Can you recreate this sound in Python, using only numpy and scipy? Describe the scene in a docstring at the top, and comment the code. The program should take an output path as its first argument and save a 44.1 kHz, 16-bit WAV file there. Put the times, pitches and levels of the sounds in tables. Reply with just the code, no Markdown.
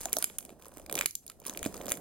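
"""Prying a toy from its plastic tray

Hands pry a toy out of a thin plastic blister tray in a cardboard box, close to a stereo microphone.
Creases snap through and ring the sheet's short modes; tray and box thump as quickly fading tones.
Fingers rub and small creases crackle as shaped noise grains, with bass and bumps through the table.
A small soft room answers snaps and thumps with a short noise tail, over a steady room tone and hiss."""
import sys
import numpy as np
from scipy import signal
from scipy.fft import rfft, irfft
from scipy.io import wavfile
from scipy.ndimage import uniform_filter1d

SR = 44100
rng = np.random.default_rng(int(sys.argv[2]) if len(sys.argv) > 2 else 0)


def wav_record(signal):
    """Record a signal, one row per channel, as 16-bit PCM in the file named by sys.argv[1]."""
    frames = np.transpose(np.atleast_2d(signal))
    bounded = np.clip(frames, -1, 1)
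    # unit amplitude maps onto the largest positive 16-bit level
    quanta = np.round(bounded * 32767).astype(np.int16)
    wavfile.write(sys.argv[1], SR, quanta)


N = 88464
T = np.arange(N) / SR

# snaps: the sheet's modes fall into a low, a middle and a high band
MIDDLE_HZ, HIGH_HZ = 4000, 8500
SNAP_DB, SCATTER_DB = -5, -3  # trim of all ringing; random spread of each mode's level
DETUNE, LOW_DETUNE = 0.0568, 0.016  # random pitch spread (fraction); low modes hardly shift
SHEET_LOW_HZ, SMALL_LOW_HZ = 1250, 3900  # the thin sheet has little bass; its upper modes even less
TICK_DB, TICK_S, TICK_LOW_HZ = -5, 0.00042, 5200  # the treble tick at the start of a snap
SNAP_RISE_S = 0.00014
RAGGED_PER_DB, LOUD_DB = 0.025, -18  # snaps weaker than this tear for longer
AFTER_DB, AFTER_S = -33, 0.004  # small cracks that follow a snap
FIRST_SLIP_DB = -3.5  # the first slip against all later ones
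SLIP_CAP, SLIP_DIP = 6, 0.4  # largest raw slip; smallest response used when evening out the modes
# thumps
THUMP_DB, THUMP_CYCLES, THUMP_RISE_S = 2, 8.9, 0.00063  # an overtone falls 60 dB in this many cycles
THUMP_PHASE, THUMP_LOW_HZ = 0.4, 130  # phase scatter [radians]; the box radiates little bass
BOX_RING_DB, BOX_RING_T60_S, BOX_BEAT_HZ = -4.5, 0.061, 27.6
# handling
RUB_PER_S, RUB_SPREAD_DB, RUB_MS = 1200, 3, 7.9
COARSE_PER_S, COARSE_SPREAD_DB, COARSE_MS = 460, 4.5, 0.84
FINE_PER_S, FINE_SPREAD_DB, FINE_MS = 5000, 10, 0.52
FINE_GRAINS_DB = 2.5  # fine crackle grains against the soft rustle under them
GRAIN_CAP = 3  # limit on the random draw that sets a grain's level
SWELL_DB, SWELL_SIZE = 5, SR // 30  # uneven swelling; smoothing length [samples]
BASS_HZ = 80
# stereo: level of what differs between the ports, and of the rub's own share in it
APART_DB, RUB_APART_DB = -9.5, -5
# background
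BUMP_S, BUMP_LEFT_DB = 0.0013, 12  # time to the top of the bump's envelope
TONE_DB, HISS_DB = -66.5, -86
EARLY_DB, EARLY_T60_S = -9, 0.017
ROOM_DB, ROOM_T60_S, ROOM_GAP_S = -13, 0.21, 0.011
ROOM_DULL_HZ, ROOM_TOP_T60_S = 8440, 0.24  # above this pitch the tail has its own fade
ROOM_LOW_DB = -19.5  # trim on the thumps that reach the room
TOP_HZ = 16100


def undb(db):
    """Turn decibels into a gain."""
    return 10 ** (np.asarray(db) / 20)


def unit(x):
    """Scale a sound to an rms level of 1."""
    return x / np.sqrt(np.mean(x ** 2))


def across(table, size):
    """Read a (frequency, value) table at every FFT bin, along a log frequency scale."""
    hz, value = np.array(table, float).T
    return np.interp(np.log(np.fft.rfftfreq(size, 1 / SR) + 1), np.log(hz + 1), value)


def colour(x, table):
    """Boost and cut frequencies by a table, then scale to rms 1."""
    return unit(irfft(rfft(x) * undb(across(table, N)), N))


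def highpass(order, hz):
    """Make a filter that removes what lies below a frequency."""
    return signal.butter(order, hz, "highpass", fs=SR, output="sos")


def add(out, s, wave):
    """Lay a short sound down at s seconds."""
    i = max(int(s * SR), 0)
    out[..., i:i + wave.shape[-1]] += wave[..., :N - i]


def grains(per_s, spread_db, ms):
    """Scatter decaying noise grains at random times, with an exponential spread of level."""
    level = undb(spread_db * rng.exponential(size=N).clip(0, GRAIN_CAP))
    hit = (rng.random(N) < per_s / SR) * level
    decay = np.exp(-np.arange(400) / (ms * SR / 1000))
    return np.convolve(hit, decay)[:N] * rng.standard_normal(N)


def slip_burst(noise, t, tear):
    """A crease gives way in uneven slips: one at once, a burst lasting about tear, then small cracks."""
    envelope = t / tear * np.exp(-t / tear) + undb(AFTER_DB) * np.exp(-t / AFTER_S)
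    # cubing makes a few slips stand out
    slips = (noise ** 3).clip(-SLIP_CAP, SLIP_CAP) * envelope
    slips[0] = undb(FIRST_SLIP_DB) * np.sqrt(np.sum(slips ** 2)) * SNAP_RISE_S / tear
    return slips / np.sqrt(np.sum(slips ** 2))


def snaps():
    """Slips of each crease ring detuned sheet modes; rows: common to both ports, differing."""
    # creases snapping through: (time [s], low level [dB], middle level [dB], high level [dB])
    snap_events = [(0.0067, -46, -43, -31), (0.0118, -45, -30, -28), (0.0175, -60, -42, -32),
                   (0.0326, -50, -57, -32), (0.0404, -52, -48, -40), (0.0515, -55, -50, -42),
                   (0.056, -33.5, -18.5, -24.5), (0.0855, -39, -59, -64), (0.0953, -47, -52, -37),
                   (0.1238, -39, -50, -37), (0.13, -34, -62, -9), (0.1378, -26.5, -24, -42),
                   (0.168, -57, -13, -17.5), (0.186, -64, -56, -18.5), (0.19, -60, -36, -30),
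                   (0.2254, -25.5, -50, -14), (0.2424, -26.5, -11.5, -12), (0.299, -37, -68, -43),
                   (0.3847, -85, -62, -15), (0.3872, -32.5, -34, -23.5), (0.4067, -47, -37, -45),
                   (0.427, -46.5, -49, -43), (0.451, -48, -53, -33.5), (0.46, -50, -46, -52),
                   (0.493, -43.5, -42, -49), (0.503, -46, -54, -45.5), (0.6227, -45, -43, -44.5),
                   (0.6466, -48, -48, -49), (0.6572, -53, -49, -50), (0.665, -50, -43, -42.5),
                   (0.6827, -74, -78, -36.5), (0.7166, -52.5, -54, -51), (0.7392, -57, -45, -48.5),
                   (0.7715, -42.5, -47, -38), (0.7818, -48.5, -44, -41), (0.7973, -48, -59, -39),
                   (0.8168, -62, -49, -51), (0.8627, -43.5, -39, -37.5), (0.8973, -30.5, -31.5, -34.5),
                   (0.913, -38, -52, -30.5), (0.926, -36.5, -31, -20.5), (0.9417, -39, -39, -30),
                   (0.9541, -28, -23, -17), (0.9594, -48, -47, -27), (0.9689, -33.5, -41, -27),
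                   (0.9754, -29, -43, -32), (0.9786, -23, -34, -28), (0.9851, -32, -36, -34),
                   (0.9894, -23, -15.5, -21.5), (0.9948, -36, -49, -46), (1, -56, -42, -34),
                   (1.0109, -18.5, -16, -22), (1.0154, -39, -35, -40), (1.0215, -28.5, -45, -40),
                   (1.0266, -44, -38, -38), (1.0306, -33, -44, -39), (1.0369, -47, -48, -39),
                   (1.0412, -54, -53, -57), (1.044, -43, -45, -42), (1.0593, -16, -15, -10.5),
                   (1.1092, -68, -37, -31.5), (1.153, -94, -20, -20.5), (1.265, -48, -56, -30.5),
                   (1.279, -62, -34, -43), (1.2991, -36, -37, -29), (1.3176, -51, -51, -44),
                   (1.4007, -77, -43, -41), (1.4167, -55, -55, -60), (1.4263, -53, -52, -56),
                   (1.439, -52, -57, -58), (1.4521, -45, -39, -40), (1.461, -42, -40, -54),
                   (1.4661, -45, -35, -21), (1.4724, -37.5, -35, -34), (1.4807, -47, -27, -32),
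                   (1.4962, -36.5, -25, -31.5), (1.5369, -60, -32.5, -37), (1.549, -32.5, -55, -66),
                   (1.574, -31, -30, -24), (1.592, -43, -32.5, -45), (1.6294, -27.5, -26.5, -26),
                   (1.6421, -34.5, -28, -40), (1.651, -31, -28, -28), (1.6601, -29, -37, -26),
                   (1.6635, -38, -25, -30), (1.672, -60, -37, -36), (1.7424, -40, -31.5, -36),
                   (1.767, -51, -31.5, -48), (1.777, -55, -67, -33.5), (1.8122, -36.5, -55, -48),
                   (1.8155, -46, -41, -42), (1.8574, -43, -30, -31.5), (1.8668, -38, -39, -34),
                   (1.882, -38, -25.5, -28), (1.8896, -40, -28, -36), (1.8947, -36, -31.5, -26),
                   (1.9034, -34, -25, -26), (1.9122, -35, -56, -26), (1.9194, -22, -14, -15.5),
                   (1.929, -32, -28, -37), (1.9396, -39, -50, -34), (1.953, -67, -35, -46),
                   (1.9725, -41, -46, -31.5)]
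    # modes of the sheet: (frequency [Hz], level within its band [dB], time to fall 60 dB [s])
    sheet_modes = [(1346, -12.5, 0.01), (1700, -12, 0.0067), (2333, 1.5, 0.011), (2997, 0, 0.0057),
                   (3450, -17.5, 0.017), (4950, -26, 0.036), (5460, -0.5, 0.022), (6290, 6.5, 0.018),
                   (7240, 20.5, 0.0086), (9290, 3.5, 0.011), (10090, 0.5, 0.0039), (11210, 4.5, 0.0032),
                   (11890, -1, 0.017), (13270, -12, 0.018)]
    out, t = np.zeros((2, N)), T[:900]
    # every mode is doubled, and detuning splits the pair
    hz, db, t60 = np.tile(np.array(sheet_modes, float), (2, 1)).T[:, :, None]
    group = ((hz > MIDDLE_HZ) * 1 + (hz > HIGH_HZ))[:, 0]
    power = np.bincount(group, undb(2 * db[:, 0]))[group]
    draw = rng.standard_normal((len(snap_events), 4, len(hz), 1))
    noise = rng.standard_normal((len(snap_events), 3, len(t)))
    treble, small = highpass(4, TICK_LOW_HZ), highpass(4, SMALL_LOW_HZ)
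    rise = 1 - np.exp(-t / SNAP_RISE_S)
    for (s, *band), d, n in zip(snap_events, draw, noise):
        tear = SNAP_RISE_S * np.exp(RAGGED_PER_DB * max(LOUD_DB - max(band), 0))
        slips = slip_burst(n[2], t, tear)

        mode_db = db + SCATTER_DB * d[0] + np.array(band)[group, None] + SNAP_DB
        gain = undb(mode_db) / np.sqrt(power)[:, None]
        detune = np.where(hz > MIDDLE_HZ, DETUNE, LOW_DETUNE) * d[1]
        turn = 2 * np.pi * hz * (1 + detune) * t
        # even out how strongly this burst happens to drive each mode
        drive = np.abs(slips @ np.exp(1j * turn).T)
        gain = gain / drive.clip(SLIP_DIP)[:, None]
        ring = gain * np.exp(-np.log(1000) * t / t60)
        both = np.array([ring * np.sin(turn), ring * np.cos(turn) * d[3]])
        low = both[:, group == 0].sum(1)
        upper = signal.sosfilt(small, both[:, group > 0].sum(1))
        ringing = signal.fftconvolve(low + upper, slips[None], axes=1)[:, :len(t)]

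        # a ragged tear makes the tick longer and weaker
        tick_s = TICK_S + tear
        tick = undb(band[2] + TICK_DB) * signal.sosfilt(treble, n[:2])
        tick = tick * np.exp(-t / tick_s) * np.sqrt(TICK_S / tick_s)
        add(out, s, ringing + rise * tick)
    return signal.sosfilt(highpass(4, SHEET_LOW_HZ), out)


def thumps():
    """A thump or hollow knock has overtones that fade in a few cycles, and a longer beating tone."""
    # thumps of the tray in its box; the two rows above 1 kHz are the hollow lower knock of a snap:
    # (time [s], level [dB], pitch [Hz])
    thump_events = [(0.0077, -40, 465), (0.057, -26, 724), (0.0863, -47, 495), (0.1311, -34.5, 443),
                    (0.168, -21, 659), (0.1831, -33.5, 459), (0.2247, -35, 688), (0.2254, -34, 1497),
                    (0.2429, -43, 402), (0.3022, -43.5, 444), (0.4923, -42, 614), (0.5047, -43, 403),
                    (0.6668, -41, 505), (0.719, -47, 553), (0.7717, -38.5, 324), (0.799, -39.5, 570),
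                    (0.896, -36.5, 603), (0.9151, -33, 542), (0.9282, -34, 404), (0.9431, -31, 485),
                    (0.9599, -30, 381), (0.9701, -36, 516), (0.9783, -32.5, 367), (0.982, -35.5, 496),
                    (0.996, -32, 534), (1.003, -37, 528), (1.0372, -37, 415), (1.057, -37.5, 358),
                    (1.2987, -43.5, 1337), (1.418, -45.5, 440), (1.4611, -42, 408), (1.48, -38.5, 536),
                    (1.4964, -38.5, 267), (1.5404, -48, 435), (1.6612, -22, 254), (1.6612, -23, 610),
                    (1.7543, -36, 452), (1.8114, -33, 568), (1.8582, -44, 590), (1.8617, -36.5, 231),
                    (1.8825, -29, 601), (1.916, -27, 596), (1.937, -42.5, 206), (1.979, -44, 149),
                    (1.991, -46, 404)]
    # overtones of a thump or knock: (ratio to the pitch, level [dB])
    overtones = [(1.185, -4.5), (0.447, -13.5), (1.51, -21.5), (1.854, -2.5), (7.8, -36)]
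    out, t = np.zeros(N), T[:4000]
    scatter = rng.standard_normal((len(thump_events), len(overtones)))
    for (s, db, hz), phases in zip(thump_events, scatter):
        ring = np.zeros(len(t))
        for (ratio, tone_db), phase in zip(overtones, phases):
            tone = np.sin(2 * np.pi * hz * ratio * t + THUMP_PHASE * phase)
            decay = np.exp(-hz * ratio * t * np.log(1000) / THUMP_CYCLES)
            ring += undb(tone_db) * tone * decay
        box = np.sin(2 * np.pi * hz * t) * np.cos(2 * np.pi * BOX_BEAT_HZ * t)
        ring += undb(BOX_RING_DB) * box * undb(-60 * t / BOX_RING_T60_S)
        add(out, s, undb(db + THUMP_DB) * ring * (1 - np.exp(-t / THUMP_RISE_S)))
    # the minus sign makes the first push go the other way
    return signal.sosfilt(highpass(2, THUMP_LOW_HZ), -out)


def hands():
    """Rub and crackle are noise grains, fine crackle lies on a soft rustle, bass is low noise."""
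    # handling: (time [s], rub of tray and box level [dB], fine crackle level [dB],
    # bass through the table level [dB], coarse crackle level [dB])
    handling = [(0.0, -57, -52.5, -51.5, -69), (0.11, -53, -66, -64, -47.5), (0.24, -62.5, -56.5, -71, -60),
                (0.4, -60, -79, -66, -102), (0.469, -55.5, -72, -70, -102), (0.6, -59.5, -82, -70, -62.5),
                (0.71, -60, -77, -72.5, -63.5), (0.84, -57.5, -80.5, -57.5, -68.5),
                (0.91, -52, -87, -68, -94), (1.022, -47, -73, -56.5, -47), (1.1, -113, -64, -76, -78),
                (1.252, -65.5, -80.5, -86, -91), (1.36, -65, -73, -68, -71.5), (1.49, -56, -79, -70, -55.5),
                (1.61, -48.5, -59, -58.5, -61.5), (1.75, -48.5, -64, -59, -55.5),
                (1.88, -47, -75, -60, -54.5), (2.0, -52.5, -82, -70, -71)]
    # shaping of rub, fine crackle and coarse crackle, each: (frequency [Hz], boost [dB])
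    rub_colour = [(90, -49), (140, 3), (220, 8.5), (450, 6), (720, 4.5), (900, -6.5), (1500, -16.5),
                  (3000, -25)]
    fine_colour = [(2000, 5.5), (3500, 2), (4500, 2), (7000, 9.5), (10000, 8), (13500, -2), (16000, -9)]
    coarse_colour = [(600, -12), (1000, 14.5), (2300, -3), (3500, -6.5), (6000, -1)]
    s, *levels = np.array(handling, float).T
    rub_gain, fine_gain, bass_gain, coarse_gain = (undb(np.interp(T, s, db)) for db in levels)

    # both crackles swell and fade unevenly together
    slow = uniform_filter1d(rng.standard_normal(N), SWELL_SIZE)
    swell = undb(SWELL_DB * unit(uniform_filter1d(slow, SWELL_SIZE)))

    rub = colour(grains(RUB_PER_S, RUB_SPREAD_DB, RUB_MS), rub_colour) * rub_gain
    rub_apart = colour(rng.standard_normal(N), rub_colour) * rub_gain
    coarse = colour(grains(COARSE_PER_S, COARSE_SPREAD_DB, COARSE_MS), coarse_colour)
    coarse = coarse * coarse_gain * swell

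    fine = []
    for _ in range(2):
        rustle = colour(rng.standard_normal(N), fine_colour)
        crackle = colour(grains(FINE_PER_S, FINE_SPREAD_DB, FINE_MS), fine_colour)
        fine.append((rustle + undb(FINE_GRAINS_DB) * crackle) * fine_gain * swell)

    low = signal.butter(2, [25, BASS_HZ], "bandpass", fs=SR, output="sos")
    bass = unit(signal.sosfilt(low, rng.standard_normal((2, N)))) * bass_gain

    common = rub + coarse + fine[0] + bass[0]
    # the bass is raised here to cancel APART_DB in scene()
    differing = fine[1] + undb(RUB_APART_DB) * rub_apart + undb(-APART_DB) * bass[1]
    return np.array([common, differing])


def bumps():
    """Short low pushes through the table, quick to rise and fade, stronger in the left port."""
    # soft bumps: (time [s], level [dB], pitch [Hz])
    bump_events = [(0.029, -52, 61), (0.127, -57, 52.3), (1.622, -42, 41.8), (1.917, -44, 49)]
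    out, t = np.zeros(N), T[:4000]
    envelope = t / BUMP_S * np.exp(1 - t / BUMP_S)
    for s, db, hz in bump_events:
        add(out, s, undb(db) * np.sin(2 * np.pi * hz * t) * envelope)
    return out * undb([[BUMP_LEFT_DB], [0]])


def room(x):
    """Close echoes from box and table, then a thin noise tail, unrelated left and right."""
    t = T[:SR // 2]

    def fade(db, t60):
        """A decay with a set total energy, falling 60 dB in t60 seconds."""
        return undb(db) * unit(undb(-60 * t / t60)) / np.sqrt(len(t))

    air = rng.standard_normal((2, len(t)))
    dull = signal.sosfiltfilt(signal.butter(2, ROOM_DULL_HZ, fs=SR, output="sos"), air)
    early = fade(EARLY_DB, EARLY_T60_S) * air
    late = fade(ROOM_DB, ROOM_T60_S) * dull + fade(ROOM_DB, ROOM_TOP_T60_S) * (air - dull)
    echoes = early + late * (t > ROOM_GAP_S)
    return signal.fftconvolve(x[None], echoes, axes=1)[:, :N]


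def room_tone():
    """Steady, mostly low noise, with a weaker part that is opposite in left and right."""
    # shape of the room tone: (frequency [Hz], boost [dB])
    tone_colour = [(30, 20), (150, 22.5), (400, 14.5), (800, 2.5), (1500, -76)]
    common, differing = [undb(TONE_DB) * colour(rng.standard_normal(N), tone_colour) for _ in range(2)]
    return common + undb(APART_DB) * differing * np.array([[1], [-1]])


def scene():
    """All sources reach the two ports, whose level and timing differ with frequency."""
    # level difference of the ports: (frequency [Hz], left minus right level [dB])
    port_level = [(28, 6), (75, 0), (200, -4.5), (700, -5), (2400, -2), (4400, 0), (6500, 8), (8500, 1),
                  (11000, -9.5), (15000, -9.5)]
    # phase difference of the ports: (frequency [Hz], lead of the left [radians])
    port_lead = [(0, -0.086), (1640, 0.35), (2150, -2), (3010, 1), (4820, 1), (6200, -5.1), (8350, -0.13),
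                 (10200, -0.81), (10700, 1.3), (13100, 3), (16000, -1.4)]
    snap, thump = snaps(), thumps()
    common, differing = snap + hands()
    near = common + thump + undb(APART_DB) * differing * np.array([[1], [-1]])
    echoes = room(snap[0] + undb(ROOM_LOW_DB) * thump)
    total = near + bumps() + echoes + room_tone()
    # each port takes half of the difference, in opposite directions
    half = undb(across(port_level, N) / 2) * np.exp(0.5j * across(port_lead, N))
    return irfft(rfft(total) * np.array([half, 1 / half]), N)


def record(dry):
    """Add faint microphone hiss, then cut the top of the treble steeply."""
    wet = dry + undb(HISS_DB) * rng.standard_normal(dry.shape)
    return signal.sosfilt(signal.ellip(8, 0.2, 70, TOP_HZ, fs=SR, output="sos"), wet)


dry = scene()
out = record(dry)
wav_record(out)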